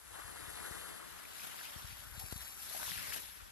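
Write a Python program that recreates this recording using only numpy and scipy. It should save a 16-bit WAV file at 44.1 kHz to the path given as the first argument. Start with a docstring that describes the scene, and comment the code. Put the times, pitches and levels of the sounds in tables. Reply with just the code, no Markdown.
"""Small waves on a sandy beach

Heard from the water's edge in a light breeze: one wavelet washes in farther along the shore; a nearer one
runs up from the left, spits spray and folds over with bubbles. Washes are crackling noise shaped over time
and frequency, bubbles are decaying sines, spray and drops are short clicks and bursts. Washes and bubbles
reach the right microphone port inverted; wind rumbles in both ports and its puffs bump the left one."""
import sys
import numpy as np
from scipy import signal
from scipy.fft import rfft, irfft
from scipy.io import wavfile
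from scipy.ndimage import uniform_filter1d

SR = 44100
rng = np.random.default_rng(int(sys.argv[2]) if len(sys.argv) > 2 else 0)


def transcribe(u):
    """Save the signal u as a 16-bit wav file named by the first command-line argument.

    u: samples, shape (n,) or (channels, n), limited to [-1, 1]; the rate is SR.
    q: integer samples, one column per channel.
    """
    v = np.clip(np.atleast_2d(u).T, -1, 1)
    q = np.round(v * 32767).astype(np.int16)
    wavfile.write(sys.argv[1], SR, q)


N = 154791
TIME = np.arange(N) / SR

# nearer wavelet, relative levels: [time_s, churn_db, fizz_db]
NEAR_WAVE = [(1.1, -8.5, -12), (1.3, -9.5, -11.5), (1.41, -3, -4), (1.62, -2, -6.5), (1.85, -7.5, -7.5),
             (2.0, -13, -10), (2.2, -35, -10.5), (2.52, -37, -9.5), (2.64, -7.5, -2), (2.74, -5, 0.5),
             (2.84, -1.5, 3.5), (2.93, 0, 2), (3.0, 2, 0), (3.16, 0, 2), (3.21, -5, -3), (3.31, -8.5, -9),
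             (3.48, -10, -17)]
# farther wavelet, relative levels: [time_s, churn_db, fizz_db]
FAR_WAVE = [(0.08, -10, -7), (.16, -0.5, -3), (.3, -1, -3.5), (.5, -1, -0.5), (.7, 2.5, 2), (.9, 0.5, -1),
            (1.02, -2, -5.5), (1.25, -7, -12), (1.8, -19, -27), (2.3, -10.5, -33)]
# spectrum of near water before its level curves: [freq_hz, left_db_per_hz, right_db_per_hz]
NEAR_COLOUR = [(210, -79.5, -81.5), (484, -86, -89), (650, -80.5, -84), (940, -82.5, -83.5),
               (1220, -83.5, -83.5), (1470, -81.5, -82.5), (2400, -82, -87.5), (3700, -82, -84.5),
               (6400, -87, -86.5), (9300, -89, -87), (10700, -80, -89), (11300, -73.5, -90),
               (12800, -84.5, -102), (13320, -83, -95), (14500, -107.5, -103)]
# likeness of near water at the two ports: [freq_hz, likeness_0_to_1]
NEAR_LIKENESS = [(500, 0.95), (1100, 0.85), (2200, 0.12), (5000, 0.074)]
NEAR_LAG_S = 0.00016  # right port after left
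BUBBLE_RIGHT_DB = -9  # right port relative to left


def amp(db):
    """Decibels to gain."""
    return 10 ** (np.asarray(db) / 20)


def unit(x):
    """Scales to rms 1."""
    return x / np.sqrt(np.mean(x ** 2) + 1e-20)


def over_hz(table, hz):
    """Reads each column of a table along log frequency."""
    table_hz, *columns = np.transpose(table)
    return np.array([np.interp(np.log(hz + 1), np.log(table_hz + 1), c) for c in columns])


def over_time(table, t):
    """Reads each column of a table along time, holding the end values outside it."""
    table_s, *columns = np.transpose(table)
    return np.array([np.interp(t, table_s, c) for c in columns])


def add(mix, start_s, sound):
    """Mixes a sound in at its start time, cut at the end of the mix."""
    part = mix[..., round(start_s * SR):][..., :sound.shape[-1]]
    part += sound[..., :part.shape[-1]]


def wander(rate_hz):
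    """Random drift of rms 1: noise above 3 Hz that rolls off past rate_hz."""
    hz = np.fft.rfftfreq(N, 1 / SR)
    gain = (hz > 3) / (1 + (hz / rate_hz) ** 2)
    return unit(irfft(rfft(rng.standard_normal(N)) * gain, N))


def tint(x, colour):
    """Gives unit white noise a spectrum per port; minimum phase avoids ringing ahead of a click."""
    size = 2 ** 18
    hz = abs(np.fft.fftfreq(size, 1 / SR))
    log_gain = np.log(amp(over_hz(colour, hz)) * np.sqrt(SR / 2))
    response = np.exp(np.conj(signal.hilbert(log_gain)))
    return np.fft.ifft(np.fft.fft(x, size) * response).real[:, :N]


def crackle(per_s, spread_db, share):
    """Two trains of bursting bubbles, mostly tiny, over the noise blur of countless others."""
    size = amp(spread_db * np.minimum(rng.exponential(1, N), 4))
    size = size * (rng.random(N) < per_s / SR)
    share = np.clip(share, 0, 1)  # power share of the bursts
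    bursts = unit(size * rng.standard_normal((2, N)))
    blur = rng.standard_normal((2, N))
    return np.sqrt(share) * bursts + np.sqrt(1 - share) * blur


def wash(grains, wave, colour, likeness, lag_s, churn_hz, fizz_hz, patchy_db):
    """Bubble noise swells with the wave, low churn and high fizz apart, and reaches both ports."""
    drain_db_per_s = 80
    hz, t, (a, b) = signal.stft(grains, SR, nperseg=512, noverlap=384)
    same = np.clip(over_hz(likeness, hz).T, 0, 1)
    delay = np.exp(-2j * np.pi * hz * lag_s)[:, None]
    right = -(same * a + np.sqrt(1 - same ** 2) * b) * delay  # inverted
    # fade before the wave arrives and after it drains
    outside_s = abs(t - np.clip(t, wave[0][0], wave[-1][0]))
    churn, fizz = over_time(wave, t) - drain_db_per_s * outside_s
    high = over_hz([(churn_hz, 0), (fizz_hz, 1)], hz).T
    patches = uniform_filter1d(rng.standard_normal((len(t), len(hz))), size=9, axis=0)
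    patches = unit(uniform_filter1d(patches, size=7, axis=1)).T
    field = amp(churn + high * (fizz - churn) + patchy_db * patches)
    ports = signal.istft(np.array([a, right]) * field, nperseg=512, noverlap=384)[1]
    return tint(ports[:, :N], colour)


def near_wave():
    """A grainy wash close by, its level sloshing quickly at random."""
    slosh = amp(0.9 * wander(rate_hz=40))
    grains = crackle(per_s=2000, spread_db=2.0, share=0.27) * slosh
    return amp(-1.9) * wash(grains, NEAR_WAVE, NEAR_COLOUR, NEAR_LIKENESS, NEAR_LAG_S,
                            churn_hz=1540, fizz_hz=6340, patchy_db=2.3)


def lip():
    """Thin crackling lip running over the sand at the left, so compact that the ports hear it much alike."""
    # relative levels: [time_s, churn_db, fizz_db]
    lip_wave = [(1.3, -15, -15.5), (1.85, -11.5, -15), (2.1, -10.5, -18.5), (2.22, -12, -6),
                (2.33, -11.5, -10.5), (2.44, -8.5, -7), (2.54, -12.5, -9.5), (2.8, -4, -23)]
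    # likeness of the ports: [freq_hz, likeness_0_to_1]
    lip_likeness = [(6000, 1), (9000, 0.79), (13000, 0.22)]
    grains = crackle(per_s=1200, spread_db=2, share=0.42)
    return wash(grains, lip_wave, NEAR_COLOUR, lip_likeness, lag_s=0.000336,
                churn_hz=1560, fizz_hz=6300, patchy_db=2.8)


def far_wave():
    """A smooth wash farther along the beach, reaching the right port first."""
    # spectrum before the level curves: [freq_hz, left_db_per_hz, right_db_per_hz]
    far_colour = [(197, -82, -84.5), (524, -83, -87), (880, -84.5, -92.5), (1360, -82.5, -86),
                  (2015, -84.5, -91.5), (2710, -100.5, -89.5), (3540, -88, -91), (5600, -97, -97),
                  (7000, -88.5, -100.8), (10000, -94.5, -88.5), (10000, -83, -98), (11240, -80, -102),
                  (12100, -94, -103.0), (13200, -100.0, -109.9)]
    # likeness of the ports: [freq_hz, likeness_0_to_1]
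    far_likeness = [(500, 0.97), (2500, 1), (6000, 0.43)]
    grains = crackle(per_s=2000, spread_db=3.0, share=0.15)
    return wash(grains, FAR_WAVE, far_colour, far_likeness, lag_s=-0.0003,
                churn_hz=1790, fizz_hz=7200, patchy_db=1.5)


def bubble(pitch_hz, left_peak_db):
    """A bubble pinches off sharply and rings for a few cycles, rising slightly in pitch."""
    decay_cycles, rise = 2.6, 0.01  # rise: share of pitch per decay time
    lag_s = np.array([[0], [NEAR_LAG_S]])
    age_s = np.maximum(np.arange(round(0.04 * SR)) / SR - lag_s, 0)
    age = age_s * pitch_hz / decay_cycles  # in decay times
    tone = np.sin(2 * np.pi * decay_cycles * age * (1 + rise * age / 2))
    ring = tone * np.exp(-age) * (1 - np.exp(-20 * age))
    return amp(left_peak_db) * ring / ring.max() * np.array([[1], [-amp(BUBBLE_RIGHT_DB)]])


def gurgle(wave, per_s, base_db, low_hz, high_hz):
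    """Many small bubbles of random pitch and loudness gurgle throughout, following the wave's churn
    and holding its end levels outside it."""
    spread_db = 12
    out = np.zeros((2, N))
    for when, pitch, loudness in rng.random((round(per_s * N / SR), 3)):
        start_s = when * N / SR
        pitch_hz = low_hz * (high_hz / low_hz) ** pitch
        churn_db = over_time(wave, start_s)[0]
        add(out, start_s, bubble(pitch_hz, base_db + spread_db * loudness ** 2 + churn_db))
    return out


def bubbles():
    """Both wavelets gurgle, the farther one more dully; single louder bubbles pop among them."""
    # louder bubbles: [start_s, pitch_hz, left_peak_db]
    loud_bubbles = [(0.294, 1400, -40), (0.652, 1550, -36), (1.2535, 2380, -37.5), (1.3965, 2470, -38.5),
                    (1.419, 2350, -39), (1.612, 1650, -38), (1.6995, 3100, -39), (2.748, 750, -33.5),
                    (2.762, 660, -37.5), (2.798, 975, -38), (2.828, 970, -34), (2.831, 1550, -32),
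                    (2.853, 1830, -36), (2.879, 1000, -36), (2.9108, 4000, -31), (2.918, 1900, -31),
                    (2.979, 1650, -35), (3.1225, 1660, -31), (3.1248, 2160, -31), (3.162, 674, -41)]
    out = gurgle(NEAR_WAVE, per_s=170, base_db=-52, low_hz=850, high_hz=5000)
    out += gurgle(FAR_WAVE, per_s=130, base_db=-54.5, low_hz=800, high_hz=2100)
    for start_s, pitch_hz, left_peak_db in loud_bubbles:
        add(out, start_s, bubble(pitch_hz, left_peak_db))
    return out


def clouds():
    """A cloud of trapped air hums noisily around one pitch, swelling and dying away."""
    # bubbles ringing together, level before the swell: [start_s, length_s, pitch_hz, left_rms_db]
    cloud_table = [(0.153, 0.076, 1130, -53.5), (2.191, 0.057, 756, -51), (2.853, 0.097, 3440, -49),
                   (2.897, .15, 171, -54), (2.978, 0.18, 1900, -52.5), (3.003, 0.23, 490, -60.5),
                   (3.117, 0.042, 3030, -47.5)]
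    width = 0.45  # share of pitch, each side, at -12 dB
    out = np.zeros((2, N))
    hz = np.fft.rfftfreq(N, 1 / SR)
    delay = np.exp(-2j * np.pi * hz * NEAR_LAG_S)
    for start_s, length_s, pitch_hz, left_rms_db in cloud_table:
        resonance = 1 / (1 + ((hz - pitch_hz) / (width * pitch_hz)) ** 2) ** 2
        ring = rfft(rng.standard_normal(N)) * resonance
        left = unit(irfft(ring, N))
        right = unit(irfft(-ring * delay, N))
        phase = np.clip((TIME - start_s) / length_s, 0, 1)
        swell = np.sqrt(np.maximum(np.sin(np.pi * phase), 0))
        out += amp(left_rms_db) * swell * np.array([left, amp(BUBBLE_RIGHT_DB) * right])
    return out


def spray():
    """Short spits of spray: crackle in bursts that peak after a third of their length, then decay."""
    # spits, relative level: [start_s, level_db, length_s]
    spit_table = [(2.192, -6, 0.015), (2.308, -7.5, 0.016), (2.322, -7.5, 0.012), (2.416, -6.5, 0.016),
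                  (2.825, -7, .016), (3.126, -3, 0.026), (3.165, -12, 0.0077)]
    spits = np.zeros(N)
    for start_s, level_db, length_s in spit_table:
        age = np.maximum(TIME - start_s, 0) / (length_s / 3)
        spits += amp(level_db + 4) * age * np.exp(1 - age)  # all spits 4 dB up
    grains = crackle(per_s=2100, spread_db=3.5, share=0.45)
    low_cut = signal.butter(1, 2200, "high", fs=SR, output="sos")
    return signal.sosfilt(low_cut, tint(spits * grains, NEAR_COLOUR))


def drops():
    """Single drops tick close to the microphone: coloured impulses, quieter at the right port."""
    # close drops: [start_s, left_peak_db]
    drop_table = [(1.5648, -31), (1.602, -34), (2.1993, -22.5), (2.3242, -26), (2.3792, -24.5),
                  (3.1615, -23)]
    # tick spectrum before peak scaling: [freq_hz, left_db_per_hz, right_db_per_hz]
    tick_colour = [(1500, -14, -16), (4500, -2, -4), (9000, 4, 0), (11200, 19, 4), (14000, 7, 4)]
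    right_db = -9
    tick = tint(signal.unit_impulse(N), tick_colour)[:, :256]
    tick = tick / abs(tick).max(axis=1, keepdims=True) * amp([[0], [right_db]])
    out = np.zeros((2, N))
    for start_s, left_peak_db in drop_table:
        add(out, start_s, amp(left_peak_db) * tick)
    return out


def calm():
    """Steady trickle of the rest of the shoreline."""
    # spectrum: [freq_hz, left_db_per_hz, right_db_per_hz]
    calm_colour = [(150, -101, -103), (780, -97, -102), (1450, -93.5, -98), (2900, -101, -101),
                   (6000, -103, -104), (9000, -101, -103), (11200, -95.5, -106), (13100, -104, -111)]
    steady = [(0, 0, 0), (N / SR, 0, 0)]
    grains = crackle(per_s=900, spread_db=2.5, share=0.2)
    return wash(grains, steady, calm_colour, NEAR_LIKENESS, NEAR_LAG_S,
                churn_hz=1600, fizz_hz=6000, patchy_db=1.5)


def wind():
    """Lumpy rumble, unrelated at the ports, and puffs at the left: pressure steps thump in the bass cut."""
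    # rumble before breeze and bass cut: [freq_hz, left_db_per_hz, right_db_per_hz]
    rumble_colour = [(50, -75.5, -80), (95, -86, -90), (190, -101, -106), (1500, -155, -155)]
    # breeze, relative level: [time_s, level_db]
    breeze = [(0, -1), (.25, 2), (1.05, 0), (1.35, -7), (1.72, -2), (1.9, 5), (2.3, 6), (2.55, 0), (3.0, 1)]
    # puffs on the left port: [start_s, peak_db, rise_s]
    puffs = [(0.244, -43, 0.0086), (0.422, -46.5, 0.0048), (0.479, -44.5, 0.004), (0.7102, -38, 0.0015),
             (1.7612, -40.5, 0.0026), (1.843, -38.5, 0.0054), (1.864, -55, .008), (1.923, -42.5, 0.0059),
             (1.989, -48, 0.0079), (2.066, -44, 0.0073), (2.112, -47, 0.01), (2.1755, -38.5, 0.0044),
             (2.238, -38.5, 0.0045), (2.3256, -27.5, 0.00034), (2.3584, -37, 0.0035), (2.967, -40, 0.0044),
             (3.419, -47.5, 0.0105)]
    bass_cut = signal.butter(4, 56, "high", fs=SR, output="sos")  # microphone
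    gust_db = 2.4 * wander(rate_hz=9.3)
    rumble = tint(rng.standard_normal((2, N)), rumble_colour)
    out = signal.sosfilt(bass_cut, rumble * amp(over_time(breeze, TIME) + gust_db))
    for start_s, peak_db, rise_s in puffs:
        step = np.sin(np.pi / 2 * np.minimum(TIME / rise_s, 1)) ** 2
        thump = signal.sosfilt(bass_cut, step)
        add(out[0], start_s, amp(peak_db) * thump / abs(thump).max())
    return out


def scene():
    """Water and wind together; the microphone thins the water's bass."""
    water = near_wave() + lip() + far_wave() + bubbles() + clouds() + spray() + drops() + calm()
    bass_cut = signal.butter(2, 85, "high", fs=SR, output="sos")
    return signal.sosfilt(bass_cut, water) + wind()


def record(dry):
    """The recorder's band limit: a steep linear-phase low-pass."""
    edge_hz = 14400
    low_pass = signal.firwin(511, edge_hz, window=("kaiser", 7), fs=SR)
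    return signal.oaconvolve(dry, low_pass[None], "same")


dry = scene()
out = record(dry)
transcribe(out)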